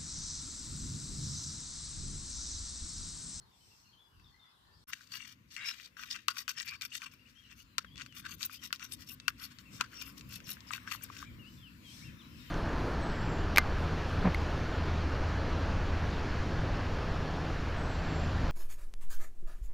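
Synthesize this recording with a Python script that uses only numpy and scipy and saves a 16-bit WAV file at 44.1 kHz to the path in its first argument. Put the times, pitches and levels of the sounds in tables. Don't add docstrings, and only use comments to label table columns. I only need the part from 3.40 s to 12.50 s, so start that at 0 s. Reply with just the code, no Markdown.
import sys
import numpy as np
from scipy import signal
from scipy.io import wavfile
from scipy.ndimage import uniform_filter1d

SR = 44100
rng = np.random.default_rng(int(sys.argv[2]) if len(sys.argv) > 2 else 0)


def natural_amplitude(level_db):
    exponent = np.asarray(level_db, float) / 20
    return 10 ** exponent


def int16_out(signal):
    q = np.round(np.clip(np.atleast_2d(signal).T, -1, 1) * 32767)
    wavfile.write(sys.argv[1], SR, q.astype(np.int16))


N = 401310


def evened(x):
    return x / np.sqrt(np.mean(x ** 2) + 1e-20)


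def read_spectrum(points, hz):
    f, value = np.transpose(points)
    return np.interp(np.log(hz + 1), np.log(f + 1), value)


def blend(table, at):
    key, *columns = np.transpose(table)
    return [np.interp(at, key, column) for column in columns]


def add(mix, s, sound):
    part = mix[..., round(s * SR):][..., :sound.shape[-1]]
    part += sound[..., :part.shape[-1]]


SCENE_CHANGE = (1.442, 1.471)
# time in seconds, rumble level in dB, wash level in dB.
AIR = [
    (1.47, -67, -71.5),
    (3.5, -66.5, -68.5),
    (4.4, -62, -67),
    (5.6, -59.5, -66.5),
    (6.2, -57.5, -63),
    (7.5, -53.5, -59),
    (8.3, -56, -63.5),
    (9.1, -55.5, -57.5),
]
# pitch in Hz, density in dB per Hz.
SHORE = [(20, -14), (70, 2.5), (400, -16), (624, -21), (962, -10), (2410, -25), (3520, -19), (8000, -31.5)]
SHORE_DB = -65.5
# pitch in Hz, density in dB per Hz.
RUMBLE = [(20, -19), (70, 3.5), (113, 4.5), (151, -0.5), (254, 1), (405, -17), (700, -27), (1100, -45)]
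# pitch in Hz, density in dB per Hz.
WASH = [(290, -35), (500, -6.5), (760, -32), (1000, -6), (2600, -6), (7980, -19.5), (9600, -25.5),
        (16000, -14.5)]
# pitch in Hz, density in dB per Hz.
GRASS = [(2500, -18), (4000, -10), (5300, -2), (6500, -12.5), (8000, -8.5), (10000, -24), (13000, -14),
         (16500, -35)]
# start in seconds, length in seconds, level in dB.
RUSTLES = [
    (0.01, 0.61, -65.5),
    (1.287, 0.51, -69),
    (6.301, 0.1, -54.5),
    (7.978, 0.3, -63.5),
    (8.382, 0.37, -54.5),
    (8.894, 0.22, -65.5),
]
# pitch in Hz, left-right likeness from -1 to 1.
LIKENESS = [(60, 0.63), (180, 0.92), (550, 0.16), (1650, -0.26), (4970, 0.062), (15000, -0.13)]
# pitch in Hz, left over right in dB.
LEFT_LEAN = [(30, 5), (125, 1.5), (300, 3), (1000, 4.5), (2500, 10), (6000, 4), (15000, 6.5)]


def meadow():
    frames, hz = N // 256 + 5, np.fft.rfftfreq(1024, 1 / SR)
    a, b, c, d, wide, narrow = rng.standard_normal((frames, 513, 6)).T
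    wide = evened(uniform_filter1d(uniform_filter1d(wide, 14, 0), 30, 1))
    narrow = evened(uniform_filter1d(narrow, 9, 1))

    t = np.arange(frames) * 256 / SR
    at_shore = t < SCENE_CHANGE[1]
    rumble_db, wash_db = blend(AIR, t)
    grass = np.zeros(frames)
    for start, length, db in RUSTLES:
        grass += natural_amplitude(db) * np.sin(np.pi * np.clip((t - start) / length, 0, 1)) ** 2
    levels = natural_amplitude(SHORE_DB) * at_shore, natural_amplitude(rumble_db) * ~at_shore, natural_amplitude(wash_db) * ~at_shore, grass
    power = 0
    for colour, level in zip((SHORE, RUMBLE, WASH, GRASS), levels):
        shape = evened(natural_amplitude(read_spectrum(colour, hz))) / np.sqrt(len(hz))
        power = power + np.outer(shape, level) ** 2
    drift = natural_amplitude(2.67 * wide + 0.46 * narrow * (hz < 350)[:, None])

    same = np.clip(read_spectrum(LIKENESS, hz), -1, 1)[:, None]
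    left = a + 1j * b
    right = same * left + np.sqrt(1 - same ** 2) * (c + 1j * d)
    lean = natural_amplitude(np.outer(read_spectrum(LEFT_LEAN, hz) / 2, 1 - 0.52 * at_shore))
    z = np.array([left * lean, right / lean]) * np.sqrt(power) * drift
    return signal.istft(z, nperseg=1024, noverlap=768)[1][:, :N]


# pitch in Hz, level over the rumble in dB.
DRONE = [
    (62, -11.5),
    (116, -11),
    (190, -15.5),
    (255, -10.5),
]


def drone():
    t = np.arange(N) / SR
    slow = uniform_filter1d(uniform_filter1d(rng.standard_normal((len(DRONE), 2, N)), 5000), 5000)
    tones = np.zeros(N)
    for (hz, db), (pitch, strength) in zip(DRONE, evened(slow)):
        phase = 2 * np.pi * np.cumsum(hz * (1 + 0.05 * pitch)) / SR
        tones += natural_amplitude(db + 3.2 * strength) * np.sin(phase)
    rumble_db, _ = blend(AIR, t)
    return natural_amplitude(rumble_db) * (t > SCENE_CHANGE[1]) * tones * natural_amplitude([[0.8], [-0.8]])


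def whistle(length, hz, db):
    u = np.linspace(0, 1, int(length * SR))
    pitch = np.polyval(np.polyfit([0, 0.5, 1], hz, 2), u)
    return natural_amplitude(db) * np.sin(2 * np.pi * np.cumsum(pitch) / SR) * signal.windows.tukey(len(u), 0.4)


# start in seconds, length in seconds, first pitch in Hz, last pitch in Hz, level in dB.
GLIDES = [(.01, 0.016, 4420, 4080, -60.5), (0.11, 0.025, 3580, 3520, -64), (0.2, 0.045, 3070, 3050, -66),
          (0.44, 0.025, 2900, 2730, -66), (0.442, 0.078, 4170, 4520, -66),
          (0.512, 0.049, 3250, 3064, -60.5), (0.559, 0.11, 3410, 3424, -64.5),
          (0.838, 0.043, 3730, 3380, -61.5), (0.863, 0.11, 4620, 4100, -70),
          (0.909, 0.083, 1915, 2124, -67.5), (0.986, 0.087, 3680, 3375, -60.5),
          (1.039, 0.033, 1950, 2125, -66), (1.239, 0.1, 1866, 1730, -69), (4.221, 0.16, 4370, 3900, -73),
          (0.291, 0.04, 2820, 2640, -66), (0.372, 0.069, 4300, 4200, -75), (0.505, 0.04, 4350, 4100, -68),
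          (0.65, 0.05, 3170, 2780, -77), (0.719, 0.12, 2855, 2530, -75), (4.178, .025, 5800, 6500, -70),
          (.825, 0.023, 4970, 5650, -72), (0.954, 0.082, 4480, 4250, -77),
          (1.312, 0.059, 4370, 5460, -66.5), (1.362, 0.065, 4500, 4280, -72),
          (3.885, 0.03, 2440, 2880, -73), (4.026, 0.038, 3140, 2710, -56.5), (8.736, 0.05, 3630, 3610, -68),
          (8.806, 0.059, 4100, 3780, -62), (3.793, 0.012, 2700, 2860, -59), (5.165, 0.04, 3040, 3190, -58),
          (5.793, 0.12, 2600, 2730, -60.5), (8.165, 0.048, 3630, 3300, -59.5),
          (8.494, 0.052, 3270, 3470, -61), (8.65, 0.031, 3160, 3050, -58)]
# start in seconds, length in seconds, first, middle and last pitch in Hz.
BENDS = [(3.853, 0.024, 2250, 2870, 2720), (3.95, 0.064, 2950, 3230, 3180),
         (4.458, 0.039, 3300, 3230, 2980), (4.497, 0.092, 3150, 3400, 3340),
         (4.68, 0.076, 3320, 2960, 2700), (6.249, 0.052, 2710, 2680, 2400),
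         (7.544, 0.062, 3350, 2800, 2560), (7.85, 0.053, 2080, 2405, 2060),
         (7.986, 0.057, 2800, 2840, 2520), (8.038, 0.061, 2420, 2880, 2990),
         (8.22, 0.077, 3290, 2940, 2480), (8.437, 0.093, 3460, 3140, 3300),
         (8.617, 0.032, 2190, 2300, 2740), (8.635, 0.072, 2680, 2710, 2290),
         (8.785, 0.045, 3650, 3500, 2500), (8.99, 0.051, 3790, 3690, 3680), (9.048, 0.11, 3230, 2990, 2670)]
# time in seconds, level in dB.
NEAR_BIRD = [(3.8, -64), (4.5, -66), (7.6, -64.5), (8.05, -60), (8.65, -61), (9.1, -67.5)]


def birds():
    near, distant, chorus = np.zeros((3, N))
    for s, length, first, last, db in GLIDES:
        add(distant, s, whistle(length, [first, (first + last) / 2, last], db + 3.5))
    for s, length, *hz in BENDS:
        add(near, s, whistle(length, hz, blend(NEAR_BIRD, s)[0] + 5))
    for when, long, high, bend, glide, loud in rng.random((300, 6)):
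        hz = (2600 + 2800 * high) * np.array([1, 0.97 + 0.08 * bend, 0.85 + 0.25 * glide])
        add(chorus, when * N / SR, whistle(0.02 + 0.05 * long, hz, -80 + 8 * loud))

    t = np.arange(SR // 2) / SR
    echoes = rng.standard_normal((2, len(t))) * natural_amplitude(-60 * t / 0.25) * (t > 0.008)
    echoes /= np.linalg.norm(echoes[0])
    far = natural_amplitude(-5.5) * near + natural_amplitude(-5.0) * distant + chorus
    wet = signal.fftconvolve(far[None], echoes, axes=1)[:, :N]
    flutter = 1 + 0.9 * evened(uniform_filter1d(rng.standard_normal(N), 220))
    direct = near + natural_amplitude(-10.5) * flutter * distant
    return direct * natural_amplitude([[3], [-6]]) + natural_amplitude([[1.5], [-3]]) * wet


def rub(mix, s, length, db, first_hz, last_hz, width_hz, lean_db):
    u = np.linspace(0, 1, 6000)[:int(length * SR)] * 6000 / (length * SR)
    r = np.exp(-np.pi * width_hz / SR)
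    noise = signal.lfilter([1], [1, -2 * r, r * r], rng.standard_normal((4, 6400)))
    a, b, c, d = noise[:, 400:400 + len(u)]
    turn = np.exp(2j * np.pi * np.cumsum(first_hz + (last_hz - first_hz) * u) / SR)
    near, other = evened(((a + 1j * b) * turn).real), evened(((c + 1j * d) * turn).real)
    far = natural_amplitude(-lean_db) * (0.43 * np.roll(near, 2) + 0.58 * other)
    swell = natural_amplitude(db) * np.sin(np.pi * np.clip(u, 0, 1)) ** 0.5
    add(mix, s, swell * np.array([near, far]))


# start in seconds, length in seconds, level in dB, pitch in Hz, left over right in dB.
CRUNCHES = [(1.477, 0.036, -51.5, 12700, 0), (2.881, 0.0036, -36, 14100, 9), (2.982, 0.037, -50, 12500, 8),
            (3.217, 0.006, -39.5, 7530, 13), (3.251, .02, -52, 13600, 11), (4.77, .04, -68, 12600, 12),
            (4.933, 0.023, -50, 13300, 9), (4.98, .009, -59, 14000, 9), (5.05, 0.017, -34, 14300, -1),
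            (5.23, 0.037, -51, 12400, 6.5), (5.327, 0.004, -36, 13800, 5), (5.436, 0.012, -45, 13500, 14),
            (5.522, 0.023, -41.5, 9260, 7), (5.726, 0.024, -48, 13700, 11.5),
            (5.879, 0.0062, -35, 12400, 15), (5.889, 0.015, -49, 13700, 13),
            (6.023, 0.04, -47.5, 12200, 13), (6.647, 0.06, -53, 12500, 14), (6.887, 0.0099, -54, 12000, 11),
            (6.925, 0.02, -50, 13900, 12), (6.953, 0.011, -45, 11800, 14), (7.098, 0.021, -39.5, 12150, 6),
            (7.133, 0.0041, -44, 10700, 7), (7.313, 0.012, -46.5, 7640, 15),
            (7.506, 0.06, -47.5, 12400, 11), (7.62, .012, -51, 6500, 7), (7.632, 0.012, -38.5, 13100, 11),
            (7.633, 0.014, -47, 7830, 13)]
# start in seconds, length in seconds, level in dB, first pitch in Hz, last pitch in Hz.
SINGS = [(1.72, 0.07, -54, 5700, 5600), (2.16, 0.17, -45, 2000, 2476), (2.162, 0.18, -56, 2740, 2770),
         (2.204, 0.14, -50, 3750, 3940), (2.166, 0.18, -51.5, 1550, 1723),
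         (2.247, 0.073, -40.5, 5350, 5330), (2.704, .022, -36.5, 4900, 5400),
         (3.164, 0.052, -44, 5300, 5450), (3.28, 0.081, -46.5, 2450, 2380), (3.36, 0.06, -67, 4650, 4560),
         (3.473, 0.077, -74, 4650, 4560), (3.515, 0.022, -45.5, 2830, 2850),
         (4.182, 0.043, -60, 2800, 2810), (5.114, 0.071, -61, 2750, 2800), (5.686, 0.039, -51, 2850, 2740),
         (6.542, 0.094, -51, 5600, 5550), (6.567, 0.097, -54, 2800, 2760), (7.04, 0.03, -55, 6200, 5070),
         (7.278, 0.033, -57, 5400, 4190)]


def grounds():
    out = np.zeros((2, N))
    for s, length, db, hz, lean_db in CRUNCHES:
        rub(out, s, length, db, hz, hz, 0.28 * hz, lean_db)
    for row in SINGS:
        rub(out, *row, width_hz=320, lean_db=3.2)
    return out


def ring(modes, spot, low_hz, high_hz, damping):
    t = np.arange(1200) / SR
    out = np.zeros(len(t))
    for (hz, width, db), (favour_db, detune) in zip(modes, spot):
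        decay = np.sqrt(width) * np.exp(-np.pi * width * damping * t)
        out += natural_amplitude(db + favour_db) * decay * np.sin(2 * np.pi * hz * (1 + detune) * t)
    out = signal.sosfilt(signal.butter(8, low_hz, "high", fs=SR, output="sos"), out)
    out = signal.sosfilt(signal.butter(4, high_hz, fs=SR, output="sos"), out)
    return out / np.linalg.norm(out)


def shares(bottom_db, spoon_db, grit_db):
    bottom, spoon, grit = natural_amplitude(bottom_db), natural_amplitude(spoon_db), natural_amplitude(grit_db)
    rest = np.clip(1 - bottom ** 2 - spoon ** 2 - grit ** 2, 0.04, 1)
    return np.array([bottom, np.sqrt(rest), spoon, grit])


# level in dB, likeness to the near port from 0 to 1.
FAR_PORT = [
    (-7.5, 0.54),
    (-13.5, 0.47),
    (-7.5, 0),
    (-10.5, 0),
]


def both_ports(near, other, part):
    db, same = FAR_PORT[part]
    far = same * np.roll(near, 2) + np.sqrt(1 - same ** 2) * other
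    return np.array([near, natural_amplitude(db) * far])


# pitch in Hz, width in Hz, level in dB.
BOTTOM = [(1150, 150, -4), (1550, 170, 0), (1400, 600, -4)]
# pitch in Hz, width in Hz, level in dB.
WALL = [(1950, 140, -4), (2400, 130, -1), (2750, 120, 3), (3100, 200, -8), (2500, 1100, -4)]
# pitch in Hz, width in Hz, level in dB.
SPOON = [(3770, 200, -3), (4550, 260, -2), (5480, 220, -1.5), (6200, 350, -7), (7300, 500, -14),
         (5000, 1800, -3)]
# pitch in Hz, width in Hz, level in dB.
GRIT = [(10600, 1000, -8), (12300, 800, -3), (13500, 800, 0), (15100, 900, 1)]
PARTS = (BOTTOM, WALL, SPOON, GRIT)


def strike(mix, s, near, other, gains, spot, parts, damping, low_hz):
    high_hz = (6850, 8640, 8330, 15460)
    for k, modes in enumerate(parts):
        lowest_hz = max(low_hz, 0.58 * PARTS[k][0][0])
        body = ring(modes, spot[k], lowest_hz, high_hz[k], damping)
        add(mix, s, signal.fftconvolve(gains[k] * both_ports(near, other, k), body[None], axes=1))


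# spot number, share of bottom in dB, share of spoon in dB.
BLOW_SPOTS = [
    (0, 2, -25.5),
    (1, -5.5, -3.5),
    (2, -21, -10.5),
    (3, -28, 6.5),
]
# start in seconds, blow in dB, strongest bottom mode in Hz, strongest wall mode in Hz,
# spot 0-3.
KNOCKS = [(1.5332, -20, 1710, 2790, 1.9), (2.165, -23, 1860, 2700, 2.2), (2.3116, -25.5, 1540, 2320, 0.99),
          (2.6356, -26, 1530, 2370, 0.91), (2.8834, -6.5, 1290, 2730, 0.95), (2.969, -29, 1540, 2350, 0.8),
          (3.0797, -19, 1520, 2400, 1.06), (3.6191, -26, 1080, 2440, 1.95),
          (4.382, -11.5, 1440, 2785, 2.57), (4.3823, -18, 1330, 2730, .15), (5.0296, -25, 1190, 2570, 3.8),
          (5.0961, -31.5, 1320, 2800, .3), (5.3277, -14, 1455, 2670, 1.05), (5.881, -7, 1480, 2640, 0.85),
          (5.9034, -34, 1490, 2000, 0.38), (6.4072, -19.5, 1010, 2650, 0.54),
          (6.4103, -10.5, 1396, 2560, 0.964), (7.3072, -22, 1220, 2000, 0.1),
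          (7.3351, -18, 1100, 2520, 1.43), (7.355, -32, 1880, 2250, 2), (7.5168, -21.5, 1260, 2720, 0.88),
          (7.5485, -32, 1160, 2770, .1), (7.6999, -33, 1190, 2430, 0.14), (7.8265, -30, 1210, 2150, 0.14)]
# start in seconds, blow in dB, spot 0-3.
TICKS = [(0.798, -49, 1.5), (2.568, -36.5, 0.09), (2.7114, -28, 3.5), (3.2, -29, 3.5), (2.594, -32, 0.38),
         (2.762, -26.5, 1.04), (3.411, -29, 2.53), (3.4204, -26, 2.8), (3.5187, -43, 2), (4.446, -34, .05),
         (4.662, -32.5, 1.2), (5.3055, -35.5, 0.045), (5.396, -34, 2.48), (5.529, -52, 3.5),
         (5.8002, -32.5, 2.54), (6.1865, -33.5, 2.52), (6.5324, -37.5, .05), (7.379, -30, 0.44),
         (6.81, -33.5, 2.45), (7.003, -35.5, 0.89), (7.169, -36, 0.3), (7.206, -45, 3.6),
         (7.4753, -28, 0.38), (7.7665, -32.5, 1.5), (6.613, -31, 2.66)]
# start in seconds, blow in dB, spot 0-3.
CHATTER = [(1.6087, -40.5, 0.17), (2.399, -33, 2), (3.1067, -28, 1.8), (3.1835, -35, 3.6),
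           (3.278, -27, 2.5), (3.338, -31, 1.7), (3.4405, -46, 2), (3.5533, -49, 2), (4.3863, -24.5, 1.94),
           (4.417, -50, 0.55), (4.558, -37, 2.36), (4.5704, -46, 3.1), (4.579, -40, 3), (4.5858, -36, 1.6),
           (4.5916, -35, 1.4), (4.5976, -33, 1.1), (4.604, -35, 2), (4.611, -27.5, 1.7), (4.617, -27, 1.23),
           (4.6204, -39, 3.1), (4.7248, -39.5, 2.27), (4.853, -34, 1.4), (4.8582, -36, 1.4),
           (4.866, -31, 1.6), (4.875, -40, 2), (5.36, -34, 2.6), (5.428, -29, 1.7), (5.8902, -35, 1.9),
           (6.4177, -49, 3.5), (6.782, -49, 3.4), (6.942, -40, 2.6), (6.958, -35, 2.8), (7.5128, -24.5, 2),
           (7.5227, -21, 2.1), (7.611, -40, .2), (7.402, -45, 1.9)]
USUAL_BOTTOM_HZ, USUAL_WALL_HZ = 1540, 2650
ALL_BLOWS = KNOCKS + [(s, db, USUAL_BOTTOM_HZ, USUAL_WALL_HZ, spot) for s, db, spot in TICKS + CHATTER]
# pitch in Hz, width in Hz, level in dB.
KNOCK_CRACK = (4360, 340, 1)
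KNOCK_GRIT_DB = -18
# start in seconds, level in dB.
JOLTS = [
    (2.8834, -54),
    (4.382, -47.5),
    (4.444, -57),
    (5.3267, -64),
    (5.881, -52.5),
    (6.409, -44.5),
    (7.335, -57),
    (7.7, -58),
]


def knocks():
    out, t = np.zeros((2, N)), np.arange(600) / SR
    rattle = rng.standard_normal((len(ALL_BLOWS), 2, 600)) * natural_amplitude(-60 * t / 0.04) * 0.075
    spots = rng.standard_normal((len(ALL_BLOWS), 4, 7, 2)) * [2, 0.01]
    for (s, db, bottom_hz, wall_hz, where), (near, other), spot in zip(ALL_BLOWS, rattle, spots):
        bottom_db, spoon_db = blend(BLOW_SPOTS, where)
        grit_db = spoon_db + KNOCK_GRIT_DB + 0.3 * (db + 10)
        near = near + (t == 0) * 1.9
        gains = natural_amplitude(db + 11) * shares(bottom_db, spoon_db, grit_db) / np.linalg.norm(near)
        bottom = [(bottom_hz, 110, 7)] + BOTTOM[::2]
        wall = [(wall_hz, 120, 4)] + WALL[:2] + WALL[-1:]
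        parts = bottom, wall, [KNOCK_CRACK] + SPOON, GRIT
        low_hz = max(0.83 * bottom_hz, 930)
        strike(out, s, near, 2.4 * other, gains, spot, parts, damping=1.5, low_hz=low_hz)
    thump = np.sin(2 * np.pi * 480 * t) * natural_amplitude(-60 * t / 0.022)
    for s, db in JOLTS:
        add(out, s, natural_amplitude(db) * thump * natural_amplitude([[3], [-3]]))
    return out


# lie number, shares of bottom, spoon and grit in dB.
DRAG_LIES = [
    (0, -87, -1, -11.5),
    (1, -17, -8, -26),
    (2, 2, -4.5, -19.5),
    (3, -13.5, -2.5, -10),
    (4, -62, -1.5, 10.5),
]
# start in seconds, length in seconds, pressure in dB, lie 0-4.
STROKES = [(1.483, 0.028, -51, 2.37), (1.527, 0.012, -40.5, 2.66), (1.562, 0.11, -59, 2.86),
           (1.718, 0.057, -41, 2.98), (1.784, 0.065, -49, 0.61), (1.85, 0.078, -49.5, 0.24),
           (2.111, 0.046, -49.5, 0.019), (2.161, 0.028, -46, 1.2), (2.19, 0.14, -46, 1.04),
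           (2.258, 0.054, -42, 0.04), (2.338, 0.14, -52, 0.17), (2.563, 0.097, -48, 2.58),
           (2.595, 0.24, -55.5, 0.4), (2.678, 0.01, -67, 0.25), (2.704, 0.027, -39.5, 0.014),
           (2.74, 0.028, -42, 1.3),
           (2.88, 0.042, -40.5, 2.45), (2.96, 0.055, -40, 2.94), (3.075, 0.036, -35, 2.73),
         (3.169, 0.06, -41, 0.47), (3.259, 0.051, -42, 0.18), (3.32, 0.04, -46, 1.69),
         (3.406, 0.055, -41, 3), (3.534, 0.042, -37, 0.077), (3.613, 0.034, -45, 2.5),
         (3.659, 0.013, -39.5, 1.27), (3.715, 0.033, -55.5, 2.9), (3.868, 0.046, -62.5, 0.16),
         (3.945, 0.14, -65, 0.44), (4.101, 0.035, -51, 0.81), (4.166, 0.057, -56.5, 3.14),
           (4.38, 0.045, -59, 2.2), (4.446, 0.0036, -50.5, 2), (4.573, 0.065, -51, 1.36),
         (4.625, 0.055, -60.5, 2.8), (4.753, 0.05, -44, 3.05), (4.848, 0.021, -44, 2.05),
         (4.889, 0.051, -45, 2.85), (5.002, 0.058, -40, 3.03), (5.103, 0.065, -48, 3.22),
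         (5.222, 0.053, -45, 3.05), (5.327, 0.024, -42, 2.95), (5.41, 0.051, -44, 2.74),
         (5.514, 0.031, -43, 3.23), (5.591, 0.046, -51.5, 3.03), (5.675, 0.05, -49.5, 3.32),
         (5.717, 0.04, -63, 2.3),
           (5.878, 0.024, -46.5, 2.05), (5.992, 0.074, -44.5, 2.92), (6.107, 0.021, -53.5, 2.55),
          (6.181, 0.034, -54.5, 2.7), (6.313, 0.11, -55, 2.9), (6.399, 0.063, -51.5, 2),
          (6.524, 0.083, -50, 2.8), (6.614, 0.012, -36.5, 3.02), (6.648, 0.07, -54, 2.8),
          (6.767, 0.031, -52, 3.15), (6.903, 0.068, -45, 2.98), (7.068, 0.073, -44, 3.17),
          (7.271, 0.033, -54, 2.96), (7.322, 0.045, -42, 2.9), (7.468, 0.022, -49, 2.07),
          (7.499, 0.063, -43.5, 2.84), (7.62, 0.038, -48.5, 2.6), (7.687, 0.012, -59, 2.05),
          (7.722, 0.11, -49, 2.77), (7.82, 0.03, -53.5, 2)]
ALL_DRAGS = STROKES


def scrape():
    out = np.zeros((2, N))
    spots = rng.standard_normal((len(ALL_DRAGS), 4, 6, 2)) * [4, 0.024]
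    skips = evened(uniform_filter1d(rng.standard_normal((5, N)), 350, 1))
    judder = natural_amplitude(1.5 * skips[0] + 2.8 * skips[1:])
    grain = natural_amplitude(2.7 * np.minimum(rng.exponential(1, N), 3.5))
    grain *= rng.random(N) < 7000 / SR
    slips = evened(grain) * rng.standard_normal((2, N))
    landings = np.array([row[0] for row in KNOCKS + TICKS])
    peaks = np.array([[0.4], [0.45], [0.55], [0.62]])
    lead = 0.045

    for (s, length, db, lie), spot in zip(ALL_DRAGS, spots):
        t = np.arange(-lead, length + 0.1, 1 / SR)
        off = np.maximum(-t, 0) + np.maximum(t - length, 0)
        edges = 0.82 * natural_amplitude(-550 * off) + 0.13 * natural_amplitude(-170 * off)
        swell_db = db - np.minimum(22 * (t / length - peaks) ** 2, 14)
        gains = edges * natural_amplitude(swell_db) * shares(*blend(DRAG_LIES, lie))[:, None]
        gains *= signal.windows.tukey(len(t), 1600 / len(t))
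        landing = landings[np.argmin(abs(landings - s))] - s
        gains *= (t > landing) | (abs(landing) > 0.006)
        at = slice(round(s * SR), round(s * SR) + len(t))
        near, other = slips[:, at]
        strike(out, s - lead, near, other, gains * judder[:, at], spot, PARTS, damping=0.9, low_hz=1160)
    return out


def scene():
    air = birds() + meadow()
    mug = grounds() + scrape() + knocks()
    return air + natural_amplitude(1.5) * mug + drone()


def band_limit(x):
    return signal.sosfilt(signal.butter(12, 16550, fs=SR, output="sos"), x)


def record(dry):
    t = np.arange(N) / SR
    closing = (SCENE_CHANGE[0] - t) / 0.0018
    opening = (t - SCENE_CHANGE[1]) / 0.0029
    gate = np.clip(np.maximum(closing, opening), 0, 1)
    edged = signal.sosfilt(signal.butter(3, 42, "high", fs=SR, output="sos"), dry * gate)
    edged = signal.oaconvolve(edged, signal.firwin(151, 15400, fs=SR)[None], "same", axes=1)
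    return band_limit(edged)


dry = scene()
out = record(dry)
int16_out(out)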